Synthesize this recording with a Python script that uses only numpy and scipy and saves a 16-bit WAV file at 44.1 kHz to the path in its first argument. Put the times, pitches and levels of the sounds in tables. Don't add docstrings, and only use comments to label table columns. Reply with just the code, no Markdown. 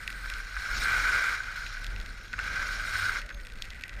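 import sys
import numpy as np
from scipy import signal
from scipy.fft import rfft, irfft
from scipy.io import wavfile
from scipy.ndimage import uniform_filter1d

SR = 44100
rng = np.random.default_rng(int(sys.argv[2]) if len(sys.argv) > 2 else 0)


def materialize(psi):
    bounded = np.clip(np.atleast_2d(psi).T, -1, 1)
    quanta = np.round(bounded * 32767).astype(np.int16)
    wavfile.write(sys.argv[1], SR, quanta)


N = 176400
T = np.arange(N) / SR


def amp(db):
    return 10 ** (np.asarray(db) / 20)


def rms_one(x):
    return x / np.sqrt(np.mean(x ** 2) + 1e-20)


def in_time(rows):
    s, *columns = np.transpose(rows)
    return [np.interp(T, s, column) for column in columns]


def drift(hz):
    r = np.exp(-2 * np.pi * hz / SR)
    noise = rng.standard_normal(N + SR)
    return rms_one(signal.lfilter([1], [1, -2 * r, r * r], noise)[SR:])


def wavering(hz, waver_hz, rate_hz):
    cycles = np.cumsum(hz + waver_hz * drift(rate_hz)) / SR
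    return np.sqrt(2) * np.sin(2 * np.pi * cycles + rng.uniform(0, 2 * np.pi))


def resonate(x, hz, width_hz):
    r = np.exp(-np.pi * width_hz / SR)
    poles = [1, -2 * r * np.cos(2 * np.pi * hz / SR), r * r]
    return signal.lfilter([(1 - r * r) / 2, 0, (r * r - 1) / 2], poles, x + 1e-18)


PATCH_HZ = 45


def case(x, table, patch_db=0):
    out = np.zeros(len(x))
    for k, (hz, width_hz, db) in enumerate(table):
        flicker_db = patch_db * drift(PATCH_HZ) if patch_db else 0
        out += (-1) ** k * amp(db + flicker_db) * resonate(x, hz, width_hz)
    return out


def grains(per_s, spread_db, top=3.6):
    sizes = amp(spread_db * np.minimum(rng.exponential(1, N), top)) * rng.choice([-1, 1], N)
    return rms_one(sizes * (rng.random(N) < per_s / SR))


# f/Hz, relative spectral level/dB
RUSH_COLOUR = [(8, -28), (20, -1.5), (45, -6), (62, -7.5), (80, -16), (110, -19.5), (200, -23.5),
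               (340, -30), (570, -31.5), (1100, -38.5), (1450, -44)]
# t/s, rush level/dB within 115-300 Hz
GUSTS = [(0.0, -59), (0.02, -60.5), (0.63, -64), (0.76, -52), (1.08, -60), (1.16, -53), (1.2, -65.5),
         (1.71, -60.5), (1.74, -63.5), (1.95, -54.5), (2.27, -62), (2.49, -56), (3.11, -57.5),
         (3.25, -59.5), (3.9, -60.5), (4.0, -56)]


def wind_rush():
    (gust_db,) = in_time(GUSTS)
    hz, db = np.transpose(RUSH_COLOUR)
    bins = np.arange(N // 2 + 1) * SR / N
    colour_db = np.interp(np.log(bins + 1), np.log(hz), db, right=-80)
    spectrum = rfft(rng.standard_normal(N)) * amp(colour_db)
    reference_rms = np.std(irfft(spectrum * (bins > 115) * (bins < 300), N))
    return irfft(spectrum, N) / reference_rms * amp(gust_db + drift(13))


# t/s, throb level/dB, hum level/dB
BUFFETS = [(0.0, -51.5, -50), (0.2, -45.5, -85), (0.23, -38, -77), (0.29, -40, -61), (0.44, -40, -71),
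           (0.49, -50, -53), (0.59, -33.5, -65), (0.62, -56, -58), (0.8, -32.5, -58), (0.92, -57, -46.5),
           (1.0, -35.5, -49.5), (1.19, -48, -69), (1.26, -52, -55.5), (1.83, -39.5, -62.5),
           (1.94, -35.5, -51.5), (2.32, -50.5, -66), (2.39, -46, -49), (2.47, -42.5, -60), (2.64, -45, -55),
           (2.78, -38, -64.5), (3.03, -59, -44.5), (3.25, -39, -74), (3.29, -65, -70), (3.35, -41, -61),
           (3.68, -54, -64), (3.72, -47, -62), (3.77, -66, -77), (3.8, -68, -71.5), (3.95, -36, -57),
           (4.0, -42, -51)]
THROB_HZ, THROB_WAVER_HZ, HUM_HZ, HUM_WAVER_HZ = 39, 5, 97, 7


def wind_buffeting():
    throb_db, hum_db = in_time(BUFFETS)
    throb = wavering(THROB_HZ, THROB_WAVER_HZ, 5.07) * amp(throb_db + 0.58 * drift(31.0))
    hum = wavering(HUM_HZ, HUM_WAVER_HZ, 8.8) * amp(hum_db + 1.6 * drift(15))
    return throb + hum


# t/s, f/Hz, level/dB
WHISTLE = [(2.4, 520, -80), (2.52, 545, -62), (2.7, 580, -61), (2.98, 675, -62), (3.1, 620, -67),
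           (3.25, 585, -62.5), (3.42, 540, -64), (3.56, 455, -67), (3.65, 450, -85), (3.85, 560, -80),
           (4.0, 600, -60)]
WHISTLE_WAVER_HZ, WHISTLE_BREATH_HZ = 16, 45


def wind_whistle():
    hz, db = in_time(WHISTLE)
    breath = rms_one(1.6 + drift(WHISTLE_BREATH_HZ))
    return amp(db) * breath * wavering(hz, WHISTLE_WAVER_HZ, 25)


# start t/s, end t/s, f/Hz, level/dB, octave level/dB relative to the fundamental
SQUEAK = (3.312, 3.388, 6420, -63, -18)


def squeak():
    start, end, pitch_hz, level_db, octave_db = SQUEAK
    phase = 2 * np.pi * np.cumsum(pitch_hz + 30 * drift(40)) / SR
    gate = np.clip(np.minimum(T - start, end - T) / 0.0072, 0, 1)
    tone = np.sin(phase) + amp(octave_db) * np.sin(2 * phase)
    return np.sqrt(2) * amp(level_db) * gate * tone


# t/s, strike level/dB (before a common trim),
# low ring level/dB, high ring level/dB (both count relative to their mean over the table)
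TICKS = [(0.0769, -26.5, 3.5, -15.5), (0.1026, -36, 1, -7.5), (0.1271, -35, -13, -21),
         (0.3, -29.5, -3, -12), (0.3378, -29.5, -15, -27), (0.383, -45, -1, -3), (1.1467, -37, -1, -19),
         (1.435, -37, -17, -23), (1.622, -48, -20, -8), (1.646, -47, -20, -8), (1.6644, -33.5, 13, -24),
         (1.681, -42, -20, -10), (1.726, -40, -20, -15), (1.749, -54, -20, -8), (1.788, -43, -15, -16),
         (1.816, -50, -20, -8), (1.839, -46, -20, -6), (1.866, -30.5, -17, -20), (1.878, -52, -20, -7),
         (1.844, -30, -12, -15), (1.962, -38, 0, -27), (1.9866, -55, -25, -8), (2.0003, -34, -14, -18),
         (2.013, -38, -15, -18), (2.061, -35, -9, -20), (2.2598, -48, -16, -23), (2.3306, -34, -1, -28),
         (2.44, -39, 0, -11), (3.2166, -37.5, 0, -13), (3.264, -43, -8, -11), (3.2916, -37, -12, -20),
         (3.302, -42, -5.5, -20), (3.3094, -45, 1, -16), (3.3438, -42, -15, -25), (3.4, -44, -7, -19),
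         (3.4364, -58, 8, -6), (3.45, -45, -1, -6), (3.469, -36.5, -3.5, -12), (3.5, -46, -1, -24),
         (3.5215, -45, -11, -16), (3.5366, -47, -8, -9), (3.555, -48, -10, -18), (3.587, -45, -5, -19),
         (3.6217, -22.5, -18, -21), (3.6424, -43, -1, -13), (3.6474, -46, 1, -11), (3.6532, -38, -8, -13),
         (3.704, -31.5, -22, -31), (3.711, -43, -13, -18), (3.733, -42, -3, -16), (3.746, -43, -9, -16),
         (3.7602, -47, -5, -20), (3.796, -47, -5, -16), (3.8107, -40, -4, -10), (3.8196, -47, 8, -9),
         (3.8367, -30.5, 0, -25), (3.852, -53, 9.5, -14), (3.8804, -42, 1, -6), (3.894, -35, -2, -20),
         (3.939, -43, -6, -21), (3.965, -47, 3, -13)]
# f/Hz, level/dB, decay by 60 dB t/s
TICK_MODES = [(1900, -5.5, 0.02), (2530, -1, 0.0063), (3050, -3, 0.0063), (3460, -1, 0.0067),
              (3900, -2, 0.006), (4660, -0.5, 0.0039), (5440, -1.5, 0.0036), (6700, -1.5, 0.0034),
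              (8700, -3.5, 0.0013), (11270, -4.5, 0.0024), (13900, -10, 0.0013)]
TICK_TRIM_DB, TICK_LOW_CUT_HZ = -3.0, 1500
TICK_SHATTER_S, TICK_SHATTER_DB = 0.002, -21
SMALL_TICKS_PER_S, SMALL_TICK_DB = 80, -57
SMALL_BRIGHT_DB = 4.5


def ice_ticks():
    s, db, low_db, high_db = np.transpose(TICKS)
    chance = rng.standard_normal((len(s), len(TICK_MODES)))
    small = grains(SMALL_TICKS_PER_S, 2.3, top=2.5)
    small = small * np.sqrt(SMALL_TICKS_PER_S / SR) * amp(SMALL_TICK_DB)
    low_colour_db = np.minimum(low_db - low_db.mean(), 7)
    high_colour_db = high_db - high_db.mean()
    out, t = np.zeros(N), np.arange(600) / SR
    for k, (hz, level_db, t60) in enumerate(TICK_MODES):
        clicks = small * amp(6.1 * rng.standard_normal(N) + SMALL_BRIGHT_DB * (hz > 8000))
        colour_db = low_colour_db * (hz < 2700) + high_colour_db * (hz > 8000)
        clicks[(s * SR).astype(int)] += amp(db + TICK_TRIM_DB + 1.1 * chance[:, k] + colour_db)
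        crumble = amp(TICK_SHATTER_DB) * rng.standard_normal(len(t)) * np.exp(-t / TICK_SHATTER_S)
        clicks = signal.oaconvolve(clicks, crumble + (t == 0))[:N]
        r, w = amp(-60 / (t60 * SR)), 2 * np.pi * hz / SR
        ring = signal.lfilter([0, np.sin(w)], [1, -2 * r * np.cos(w), r * r], clicks + 1e-18)
        out += (-1) ** k * amp(level_db) * ring
    return signal.sosfilt(signal.butter(2, TICK_LOW_CUT_HZ, "high", fs=SR, output="sos"), out)


# t/s, body level/dB, level/dB of its top above 7 kHz
SPRAY = [(0, -56, -60), (.2, -54, -57.5), (.53, -51.5, -62), (.6, -46.5, -55.5), (.72, -44, -55),
         (.76, -38.5, -53), (.79, -39.5, -47), (.83, -39.5, -47), (.9, -43, -50), (1.0, -40, -49.5),
         (1.2, -42, -52), (1.33, -44.5, -54.5), (1.39, -50, -63), (1.5, -54, -65), (1.58, -47.5, -58),
         (1.68, -47.5, -64), (1.72, -49.5, -68), (1.82, -54.5, -66), (1.98, -57, -64.5),
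         (2.15, -56.5, -67.5), (2.32, -55.5, -70), (2.4, -49.5, -66), (2.57, -46, -64), (2.72, -44, -54.5),
         (2.835, -45.5, -58), (2.855, -45, -51.5), (3.05, -40, -48), (3.19, -44.5, -56), (3.24, -63, -76),
         (3.43, -66.5, -68), (3.56, -66.5, -73), (3.62, -58, -65), (3.7, -62.5, -71), (3.9, -75, -74),
         (4, -62, -70)]
# f/Hz, width f/Hz, level/dB
CASE_HIGH = [(2700, 330, -6), (3370, 130, -4), (3830, 230, -0.5), (4365, 220, -1), (4766, 205, -2.5),
             (5520, 650, -3.5), (6500, 270, -7), (6990, 200, -9)]
# f/Hz, width f/Hz, level/dB
CASE_TOP = [(7700, 540, 1.5), (9150, 1540, 1), (10860, 790, -1), (13700, 3800, -4.5)]
SPRAY_PER_S, SPRAY_SPREAD_DB, SPRAY_CHATTER_DB, SPRAY_PATCH_DB = 9000, 2.5, 0.6, 1.96


def snow_spray(chatter):
    body_db, top_db = in_time(SPRAY)
    fine = grains(SPRAY_PER_S, SPRAY_SPREAD_DB)
    flutter_db = SPRAY_CHATTER_DB * (chatter + 1.54 * drift(17))
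    body = rms_one(case(fine, CASE_HIGH, SPRAY_PATCH_DB)) * amp(body_db + flutter_db)
    top = rms_one(case(fine, CASE_TOP, SPRAY_PATCH_DB)) * amp(top_db + flutter_db + 0.57 * drift(8))
    return body + top


# t/s, level/dB before its flicker
GLIDE = [(0, -50.5), (.6, -54), (1.9, -55), (2.3, -61), (3.2, -51.5), (3.5, -62.5), (3.7, -52.5),
         (4, -50.5)]
GLIDE_HZ, GLIDE_WIDTH_HZ = 1957, 235


def flat_glide(noise, bright):
    (glide_db,) = in_time(GLIDE)
    singing = rms_one(resonate(noise, GLIDE_HZ, GLIDE_WIDTH_HZ))
    return singing * (amp(glide_db + 3.4 * drift(45)) + bright / 2)


# t/s, burst peak level/dB (nominal, into the case),
# length t/s (at least 2 ms is used), upper ring level/dB relative to the burst (halved in the glide)
CRUNCHES = [(0.258, -24.5, 0.0055, -16), (0.566, -21.5, 0.012, -29), (0.688, -29, 0.0031, -13),
            (0.856, -17.5, 0.0095, -10), (1.482, -33, 0.004, -11), (1.769, -28.5, 0.0063, -15),
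            (2.33, -31, 0.0037, -4), (2.336, -24.5, 0.0066, 7), (2.382, -26.5, 0.0068, -11),
            (2.3895, -20, 0.0048, 11), (2.397, -24, 0.0079, -8), (2.851, -26.5, 0.0057, -7),
            (2.943, -24, 0.0066, -11), (2.954, -19, 0.0077, -10), (2.99, -21, 0.004, -5),
            (3.0276, -19, 0.013, -13), (3.158, -20.5, 0.0058, -2), (3.2919, -42, 0.0081, 4),
            (3.3045, -31.5, 0.009, -6), (3.311, -34, 0.0046, -8)]
CRUNCH_CREST = 3
CRUNCH_SNAP_DB = -1


def breaking_lumps():
    lumps, bright, snaps = np.zeros((3, N))
    for s, db, length, bright_db in CRUNCHES:
        age = np.clip((T - s) / max(length, .002), 0, 30)
        burst = amp(db) * np.minimum(8 * age, 1) * np.exp(-age ** 2) / CRUNCH_CREST
        snaps[int(s * SR)] = amp(db + CRUNCH_SNAP_DB)
        lumps += burst
        bright += burst * amp(bright_db)
    return lumps, bright, snaps


CHATTER_HZ = 41


def edge_chatter():
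    shake = drift(CHATTER_HZ)
    return rms_one(shake - uniform_filter1d(shake, size=SR // 8))


# t/s, scrape level/dB before chatter and flicker
EDGE = [(0, -43.5), (.22, -43.5), (.3, -39), (.5, -43), (.62, -36.5), (.78, -32.5), (.9, -27.5),
        (1.15, -26.5), (1.33, -29), (1.39, -37), (1.65, -40.5), (1.8, -43.5), (1.95, -45.5), (2.1, -46.5),
        (2.3, -50), (2.37, -43.5), (2.41, -38.5), (2.56, -32), (2.7, -34), (2.83, -37), (2.95, -32.5),
        (3.18, -31.5), (3.23, -49.5), (3.3, -53), (3.55, -53), (3.62, -51.5), (3.75, -53.5), (4, -51.5)]
# f/Hz, width f/Hz, level/dB
BOARD = [(497, 1030, -4.5), (1060, 220, -3)]
BOARD_DB = -20


def board_hiss():
    (scrape_db,) = in_time(EDGE)
    return rms_one(case(rng.standard_normal(N), BOARD)) * amp(scrape_db + BOARD_DB)


# f/Hz, width f/Hz, level/dB
CASE_LOW = [(1238, 420, -9.5), (1531.5, 114.6, 5.5), (1768, 200, -5), (2026, 523, -5.5), (2465, 190, -10.5)]
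GRAINS_PER_S, GRAIN_SPREAD_DB, CHATTER_DB, SCRAPE_PATCH_DB = 2400, 2, 1, 0.7
SNAP_S = .0004


def edge_scrape(chatter, noise, lumps, snaps):
    (scrape_db,) = in_time(EDGE)
    crushed = grains(GRAINS_PER_S, GRAIN_SPREAD_DB)
    to_rms_one = 1 / np.std(case(crushed, CASE_LOW))
    push = crushed * amp(scrape_db + CHATTER_DB * chatter) + noise * lumps
    scrape = to_rms_one * case(push, CASE_LOW, SCRAPE_PATCH_DB)
    knock = case(np.pad(np.hanning(SNAP_S * SR), (0, 600)), CASE_LOW)
    return scrape + signal.oaconvolve(snaps, knock / np.abs(knock).max())[:N]


def skis():
    chatter = edge_chatter()
    noise = rng.choice([-1, 1], N) * np.sqrt(rng.exponential(1, N))
    lumps, bright, snaps = breaking_lumps()
    upper = snow_spray(chatter) + flat_glide(noise, bright)
    return upper + board_hiss() + edge_scrape(chatter, noise, lumps, snaps)


def scene():
    wind = wind_rush() + wind_buffeting() + wind_whistle()
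    return (wind + squeak() + ice_ticks() + skis())[None]


# f/Hz, width f/Hz, depth 0-1
CASE_DIPS = [(5950, 160, 0.9), (7740, 220, 0.4), (9920, 770, 0.77), (12260, 1300, 0.54)]
PEAK_LIMIT = .24
TOP_FADE_HZ, CUTOFF_HZ = 14500, 15950


def record(dry):
    for hz, width_hz, depth in CASE_DIPS:
        dry = dry - depth * resonate(dry, hz, width_hz)
    dry = PEAK_LIMIT * np.tanh(dry / PEAK_LIMIT)
    dry = signal.sosfilt(signal.butter(6, TOP_FADE_HZ, fs=SR, output="sos"), dry)
    return signal.sosfilt(signal.cheby2(16, 60, CUTOFF_HZ, fs=SR, output="sos"), dry)


dry = scene()
out = record(dry)
materialize(out)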